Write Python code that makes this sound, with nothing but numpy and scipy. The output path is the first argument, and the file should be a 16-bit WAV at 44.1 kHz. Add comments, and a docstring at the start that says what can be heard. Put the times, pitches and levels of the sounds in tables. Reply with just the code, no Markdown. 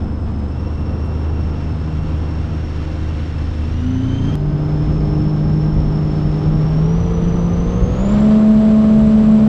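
"""Supercharged jet ski on a lake.

Heard on board in two scenes: facing astern, then, after a click, facing the bow. Exhaust and jet pump
drone on multiples of the engine cycle; the supercharger whines far above, warbling with the crank.
The craft cruises, then opens up to full speed. Water churns and spray hisses throughout.
Astern the hull rumbles; facing the bow, wind buffets the microphone."""
import sys
import numpy as np
from scipy import signal
from scipy.fft import rfft, irfft, next_fast_len
from scipy.io import wavfile
from scipy.ndimage import uniform_filter1d

SR = 44100
rng = np.random.default_rng(int(sys.argv[2]) if len(sys.argv) > 2 else 0)


def store_pcm(level_fs):
    """Save levels as 16-bit WAV."""
    pcm = np.round(np.clip(level_fs, -1, 1) * 32767).astype(np.int16)
    wavfile.write(sys.argv[1], SR, np.atleast_2d(pcm).T)


N = 418068
T = np.arange(N) / SR


def undb(db):
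    """Decibels to gain."""
    return 10 ** (np.asarray(db) / 20)


def unit(x):
    """Scale to rms 1."""
    return x / np.sqrt(np.mean(x ** 2))


def curves(table):
    """Each column of a timed table at every sample."""
    times_s, *columns = np.transpose(table)
    return [np.interp(T, times_s, column) for column in columns]


def colour(x, spectrum):
    """Filter by (f/Hz, level/dB) points; rms 1."""
    hz, db = np.transpose(spectrum)
    size = next_fast_len(N, real=True)
    bins_hz = np.maximum(np.fft.rfftfreq(size, 1 / SR), 1)
    gain = undb(np.interp(np.log(bins_hz), np.log(hz), db, left=-np.inf, right=-np.inf))
    return unit(irfft(rfft(x, size) * gain, size)[:N])


def drift(rate_hz):
    """Smooth random drift, about rate_hz new values a second; rms 1."""
    size = max(int(SR / rate_hz), 2)
    held = np.repeat(rng.standard_normal(N // size + 2), size)
    start = rng.integers(size)
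    smooth = uniform_filter1d(uniform_filter1d(held, size), size // 2)
    return unit(smooth[start:start + N])


def order_gains(table, speeds_hz, cycle_hz):
    """Yield each order (multiple of the cycle rate) and its gain at the running speed."""
    for order, *db in table:
        yield round(order), undb(np.interp(cycle_hz, speeds_hz, db))


def drone(cycle_phase, cycle_hz, resonances, order, swell_db, flutter, scatter):
    """Main exhaust note: swells as its pitch meets the pipe resonances; firings vary in strength."""
    level_db = np.interp(order * cycle_hz, *np.transpose(resonances)) + swell_db * drift(5)
    firing = 1 + flutter * drift(12) + scatter * drift(130)
    return undb(level_db) * firing * np.sqrt(2) * np.sin(order * cycle_phase)


def overtones(cycle_phase, partials, waver_db, smear_rad):
    """Further engine notes; water washing over the exhaust shifts the level and phase of each."""
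    out = 0
    for order, gain in partials:
        phase = order * cycle_phase + rng.uniform(0, 2 * np.pi) + smear_rad * drift(14)
        out = out + gain * undb(waver_db * drift(8)) * np.sqrt(2) * np.sin(phase)
    return out


# Exhaust resonances: f/Hz, level/dB
STERN_PIPE = [(74, -22.5), (77.5, -21), (85, -21), (89, -23.5)]
# Low exhaust notes: t/s, level/dB at orders 6, 8, 9
BURBLE = [(0.0, -36, -30.5, -28.5), (0.9, -38.5, -34.5, -41.5), (1.9, -26.5, -41.5, -38.5),
          (3.0, -31.5, -46, -42.5), (3.76, -34.5, -44, -34.5), (3.86, -33.5, -36, -20.5),
          (4.35, -31, -30, -26)]
# Cycle rates at cruise, part throttle: f/Hz
STERN_SPEEDS_HZ = [25.8, 29.5]
# Exhaust and pump overtones: order, level/dB at each cycle rate
STERN_ORDERS = [(1, -32, -31), (4, -32, -24.5), (5, -37.5, -34.5), (7, -42, -36), (10, -46.5, -41.5),
                (11, -41.5, -54.5), (12, -39, -52), (14, -49, -49.5), (16, -52, -51), (18, -48, -52),
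                (20, -47, -54.5), (27, -54.5, -62)]


def stern_engine(cycle_phase, cycle_hz):
    """Exhaust and jet pump astern: a low drone with a lumpy burble."""
    out = drone(cycle_phase, cycle_hz, STERN_PIPE, order=3, swell_db=0.95, flutter=0.06, scatter=0.14)
    burble = zip([6, 8, 9], undb(curves(BURBLE)))
    out += overtones(cycle_phase, burble, waver_db=1.7, smear_rad=0.13)
    partials = order_gains(STERN_ORDERS, STERN_SPEEDS_HZ, cycle_hz)
    return out + overtones(cycle_phase, partials, waver_db=2.0, smear_rad=0.47)


WHINE_ORDER = 105  # whine periods per engine cycle


def supercharger(cycle_phase, cycle_hz, tones, speeds_hz, twist_rad, jitter_rad, hiss, width_hz, gulp):
    """Rotor whine, bent by crank twist, pulsed by intake strokes; turbulence adds hiss round each tone."""
    warble = twist_rad * np.sin(2 * cycle_phase + drift(5.5) / 2)
    rotor_phase = WHINE_ORDER * cycle_phase + warble + jitter_rad * drift(25)
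    out = 0
    for harmonic, sideband, *db in tones:
        harmonic, sideband = round(harmonic), round(sideband)
        phase = harmonic * rotor_phase + sideband * 6 * cycle_phase
        band_hz = harmonic * width_hz
        air = drift(band_hz) * np.sin(phase) + drift(band_hz) * np.cos(phase)
        gain = undb(np.interp(cycle_hz, speeds_hz, db))
        out = out + gain * unit(np.sin(phase) + hiss * harmonic * air)
    strokes = np.cos(cycle_phase) + np.sin(2 * cycle_phase) / 2 + np.cos(3 * cycle_phase) / 2
    return out * unit(1 + gulp * strokes)


# Cycle rates: f/Hz
STERN_WHINE_SPEEDS_HZ = [25, 25.33, 28.7, 29.5]
# Supercharger tones: harmonic, sideband, level/dB at each cycle rate
STERN_WHINE = [(1, 0, -68, -55.5, -51, -44), (2, 0, -60, -55.5, -57, -56), (3, 0, -74, -74, -78.5, -84.5)]


def stern_whine(cycle_phase, cycle_hz):
    """Supercharger astern: three warbling rotor harmonics."""
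    return supercharger(cycle_phase, cycle_hz, STERN_WHINE, STERN_WHINE_SPEEDS_HZ,
                        twist_rad=0.47, jitter_rad=0.31, hiss=0.77, width_hz=170, gulp=0.13)


# Low rumble spectrum: f/Hz, level/dB
STERN_RUMBLE = [(10, -10.5), (22, -5.5), (50, -2), (120, -1.5), (200, -10.5), (320, -17.5), (600, -45.5)]


def hull_rumble(level_db=-26.5, waver_db=0.9):
    """Low hull noise, wavering slightly."""
    return undb(level_db) * colour(rng.standard_normal(N) * undb(waver_db * drift(11)), STERN_RUMBLE)


def churn(cycle_phase, spectrum, throb, surge_db):
    """Water torn up by the jet, pulsing with the shaft and the three impeller blades."""
    pulsing = 1 + throb * (np.cos(2 * cycle_phase) + np.cos(6 * cycle_phase))
    return colour(rng.standard_normal(N) * pulsing * undb(surge_db * drift(20)), spectrum)


# Spray spectrum: f/Hz, level/dB
SPRAY_SPECTRUM = [(600, -29.5), (1300, 3), (1900, 0), (2500, -3), (3100, -3), (4000, -8), (5000, -11.5),
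                  (6300, -15), (7800, -23), (9000, -29.5), (11000, -37), (13000, -45), (16000, -64)]


def spray(drop_db, surge_db):
    """Dense droplets of very unequal size, thrown in sheets."""
    drops = rng.standard_normal(N) * undb(drop_db * rng.standard_normal(N))
    return colour(drops * undb(surge_db * drift(25)), SPRAY_SPECTRUM)


# Churn envelope: t/s, level/dB
STERN_SLOSH = [(0.0, -31), (0.45, -34), (0.85, -31), (2.2, -31.2), (2.65, -33), (3.6, -34.5), (4.35, -32.5)]
# Churn spectrum: f/Hz, level/dB
STERN_CHURN = [(120, -14.5), (260, 3.5), (450, -5.5), (650, -9.5), (1000, -11.5), (1400, -17),
               (1900, -30.5), (4000, -46.5)]


def stern_water(cycle_phase):
    """Churn sloshes, then calms as the hull lifts; spray grows with the wake."""
    slosh_db, = curves(STERN_SLOSH)
    spray_db = np.interp(T, [0, 2.93], [-50.5, -43])
    water = undb(slosh_db) * churn(cycle_phase, STERN_CHURN, throb=0.081, surge_db=0.67)
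    return water + undb(spray_db) * spray(drop_db=4.0, surge_db=0.5)


# Fleck peaks: t/s, level/dB
FLECKS = [(1.06, -62), (2.03, -72)]
# Fleck spectrum: f/Hz, level/dB
FLECK_SPECTRUM = [(3000, -12), (7000, -1.5), (10000, -3), (13000, -13)]


def flecks(rise_fall_s=0.014):
    """Short soft spits of fine spray flying past."""
    envelope = sum(undb(db) * np.exp(-np.abs(T - peak_s) / rise_fall_s) for peak_s, db in FLECKS)
    return envelope * colour(rng.standard_normal(N), FLECK_SPECTRUM)


# Second whine harmonic, sets engine speed: t/s, f/Hz
STERN_WHINE_PITCH = [(0.06, 5294), (0.45, 5175), (0.59, 5430), (1.63, 5442), (1.77, 5265), (1.89, 5450),
                     (3.3, 5458), (3.37, 5352), (3.67, 5413), (3.9, 6001), (4.3, 6336)]


def facing_stern():
    """Cruise with a steady low hull rumble, then a first push of throttle."""
    whine_hz, = curves(STERN_WHINE_PITCH)
    cycle_hz = whine_hz / (2 * WHINE_ORDER)
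    cycle_phase = 2 * np.pi * np.cumsum(cycle_hz) / SR
    engine = stern_engine(cycle_phase, cycle_hz) + stern_whine(cycle_phase, cycle_hz)
    return engine + hull_rumble() + stern_water(cycle_phase) + flecks()


# Cycle rates at cruise, part throttle, full throttle: f/Hz
BOW_SPEEDS_HZ = [25.6, 29.3, 35.3]
# Exhaust resonances: f/Hz, level/dB
BOW_PIPE = [(148, -19), (152, -17.5), (156, -14.5), (166, -12.5), (170, -18.5), (186, -23.5), (207, -12.3),
            (216, -9.5)]
# Low exhaust notes: t/s, level/dB at orders 8, 12
GROWL = [(4.4, -37, -29.5), (5.25, -26.5, -25.5), (5.75, -27.5, -30), (6.55, -33, -30), (6.9, -41, -42.5),
         (7.2, -39, -31.5), (8.0, -44.5, -38), (8.3, -43.5, -30.5)]
# Muffler gas spectrum: f/Hz, level/dB
MUFFLER_SPECTRUM = [(90, -24.5), (150, -1), (185, -1.5), (225, -1), (255, -15), (340, -32.5)]
# Exhaust and pump overtones: order, level/dB at each cycle rate
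BOW_ORDERS = [(4, -38, -30.5, -27), (10, -52.5, -52, -52), (14, -41, -40.5, -48.5), (16, -36.5, -28, -35.5),
              (18, -51.5, -38, -28), (20, -53, -48.5, -49), (24, -58.5, -42, -51), (26, -47, -53.5, -56),
              (28, -56.5, -53.5, -57.5), (30, -51, -55.5, -46), (32, -47.5, -54, -55), (36, -56, -46, -58),
              (42, -61, -44, -56.5), (62, -55.5, -72, -73)]


def bow_engine(cycle_phase, cycle_hz):
    """Exhaust and jet pump heard forward: drone, growl and a roar that grows with gas flow."""
    roar_db = np.interp(cycle_hz, BOW_SPEEDS_HZ, [-34.5, -30, -23])
    swell_db = np.interp(cycle_hz, BOW_SPEEDS_HZ, [0.6, 1.8, 0.7])  # least steady at part throttle
    out = drone(cycle_phase, cycle_hz, BOW_PIPE, order=6, swell_db=swell_db, flutter=0.062, scatter=0.087)
    growl = zip([8, 12], undb(curves(GROWL)))
    out += overtones(cycle_phase, growl, waver_db=0.9, smear_rad=0.11)
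    out += undb(roar_db) * colour(rng.standard_normal(N), MUFFLER_SPECTRUM)
    partials = order_gains(BOW_ORDERS, BOW_SPEEDS_HZ, cycle_hz)
    return out + overtones(cycle_phase, partials, waver_db=1.8, smear_rad=0.22)


# Cycle rates: f/Hz
BOW_WHINE_SPEEDS_HZ = [24.6, 25.24, 28.7, 34.34, 36]
# Supercharger tones: harmonic, sideband (rounded, steps of 6 orders), level/dB at each cycle rate
BOW_WHINE = [(1, 1, -68, -67.5, -67.5, -69, -64.5), (2, -1, -83, -79, -72, -67, -68),
             (2, 0, -57, -49, -49, -52.5, -67.5), (2, 1.3, -76, -65.5, -70, -65, -68),
             (2, 2, -91, -89.5, -89, -75, -73), (4, 0.019, -86, -80, -76.5, -120, -120)]


def bow_whine(cycle_phase, cycle_hz):
    """Supercharger heard forward: tones and sidebands, unsteady under full load."""
    blur = np.interp(cycle_hz, BOW_SPEEDS_HZ, [0.28, 0.32, 0.75])
    return supercharger(cycle_phase, cycle_hz, BOW_WHINE, BOW_WHINE_SPEEDS_HZ,
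                        twist_rad=0.5, jitter_rad=blur, hiss=blur, width_hz=150, gulp=0.22)


# Wind envelope: t/s, level/dB
BOW_GUSTS = [(4.36, -23.5), (4.8, -17), (6.8, -19.5), (7.55, -15.5), (7.95, -17.5), (8.4, -21),
             (9.48, -22.5)]
# Wind spectrum: f/Hz, level/dB
BOW_WIND = [(10, -20), (22, -5.5), (50, 0.5), (120, -5.5), (200, -9), (280, -15), (600, -32)]


def bow_wind(gust_db=1.4):
    """Eddies buffet the microphone."""
    wind_db, = curves(BOW_GUSTS)
    return undb(wind_db) * colour(rng.standard_normal(N) * undb(gust_db * drift(11)), BOW_WIND)


# Flow past the hull: t/s, level/dB re cruise
BOW_FLOW = [(4.36, -3.5), (4.7, -0.5), (5.7, -1), (6.4, 0.6), (7.9, 1.5), (8.17, 6), (8.45, 4), (9.48, 3)]
# Churn spectrum: f/Hz, level/dB
BOW_CHURN = [(120, -16), (300, 0.5), (470, -0.5), (700, -4.5), (1000, -9), (1250, -10), (1800, -31),
             (4000, -49)]


def bow_water(cycle_phase):
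    """Water rushing past the hull drives both churn and spray."""
    flow_db, = curves(BOW_FLOW)
    water = undb(-32 + flow_db) * churn(cycle_phase, BOW_CHURN, throb=0.05, surge_db=0.58)
    return water + undb(-44.5 + 1.08 * flow_db) * spray(drop_db=2.5, surge_db=0.43)


# Engine cycle rate: t/s, f/Hz
BOW_CYCLE_RATE = [(4.36, 24.43), (4.66, 25.02), (5.64, 25.64), (6.3, 25.41), (6.81, 26.05), (6.97, 28.01),
                  (7.6, 28.75), (7.94, 31.03), (8.14, 34.6), (8.31, 35.78), (8.57, 36.04), (9.48, 36.04)]


def facing_bow():
    """A smooth hum climbs to a loud high drone at full throttle."""
    cycle_hz, = curves(BOW_CYCLE_RATE)
    cycle_phase = 2 * np.pi * np.cumsum(cycle_hz) / SR
    engine = bow_engine(cycle_phase, cycle_hz) + bow_whine(cycle_phase, cycle_hz)
    return engine + bow_wind() + bow_water(cycle_phase)


def scene():
    """The bow scene fades in under the stern scene, which stops dead with a click."""
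    fade_start_s, switch_s = 3.69, 4.3547
    click_db, click_decay_s = -17, 0.0006
    bow_gain = np.interp(T, [fade_start_s, switch_s], [0, 1]) ** 2
    stern_gain = np.clip((switch_s - T) / 0.001, 0, 1)
    click = undb(click_db) * (T >= switch_s) * np.exp(-np.abs(T - switch_s) / click_decay_s)
    mix = facing_stern() * stern_gain + click + facing_bow() * bow_gain
    edge_fade = np.minimum(np.minimum(T, T[-1] - T) / 0.003, 1)
    return (edge_fade * mix)[None]


def record(dry):
    """Round the highest peaks and cut the top of the treble."""
    cutoff_hz = 13600
    rounded = dry - 0.18 * dry ** 3
    lowpass = signal.ellip(8, 0.2, 80, cutoff_hz, fs=SR, output="sos")
    return signal.sosfilt(lowpass, rounded)


dry = scene()
out = record(dry)
store_pcm(out)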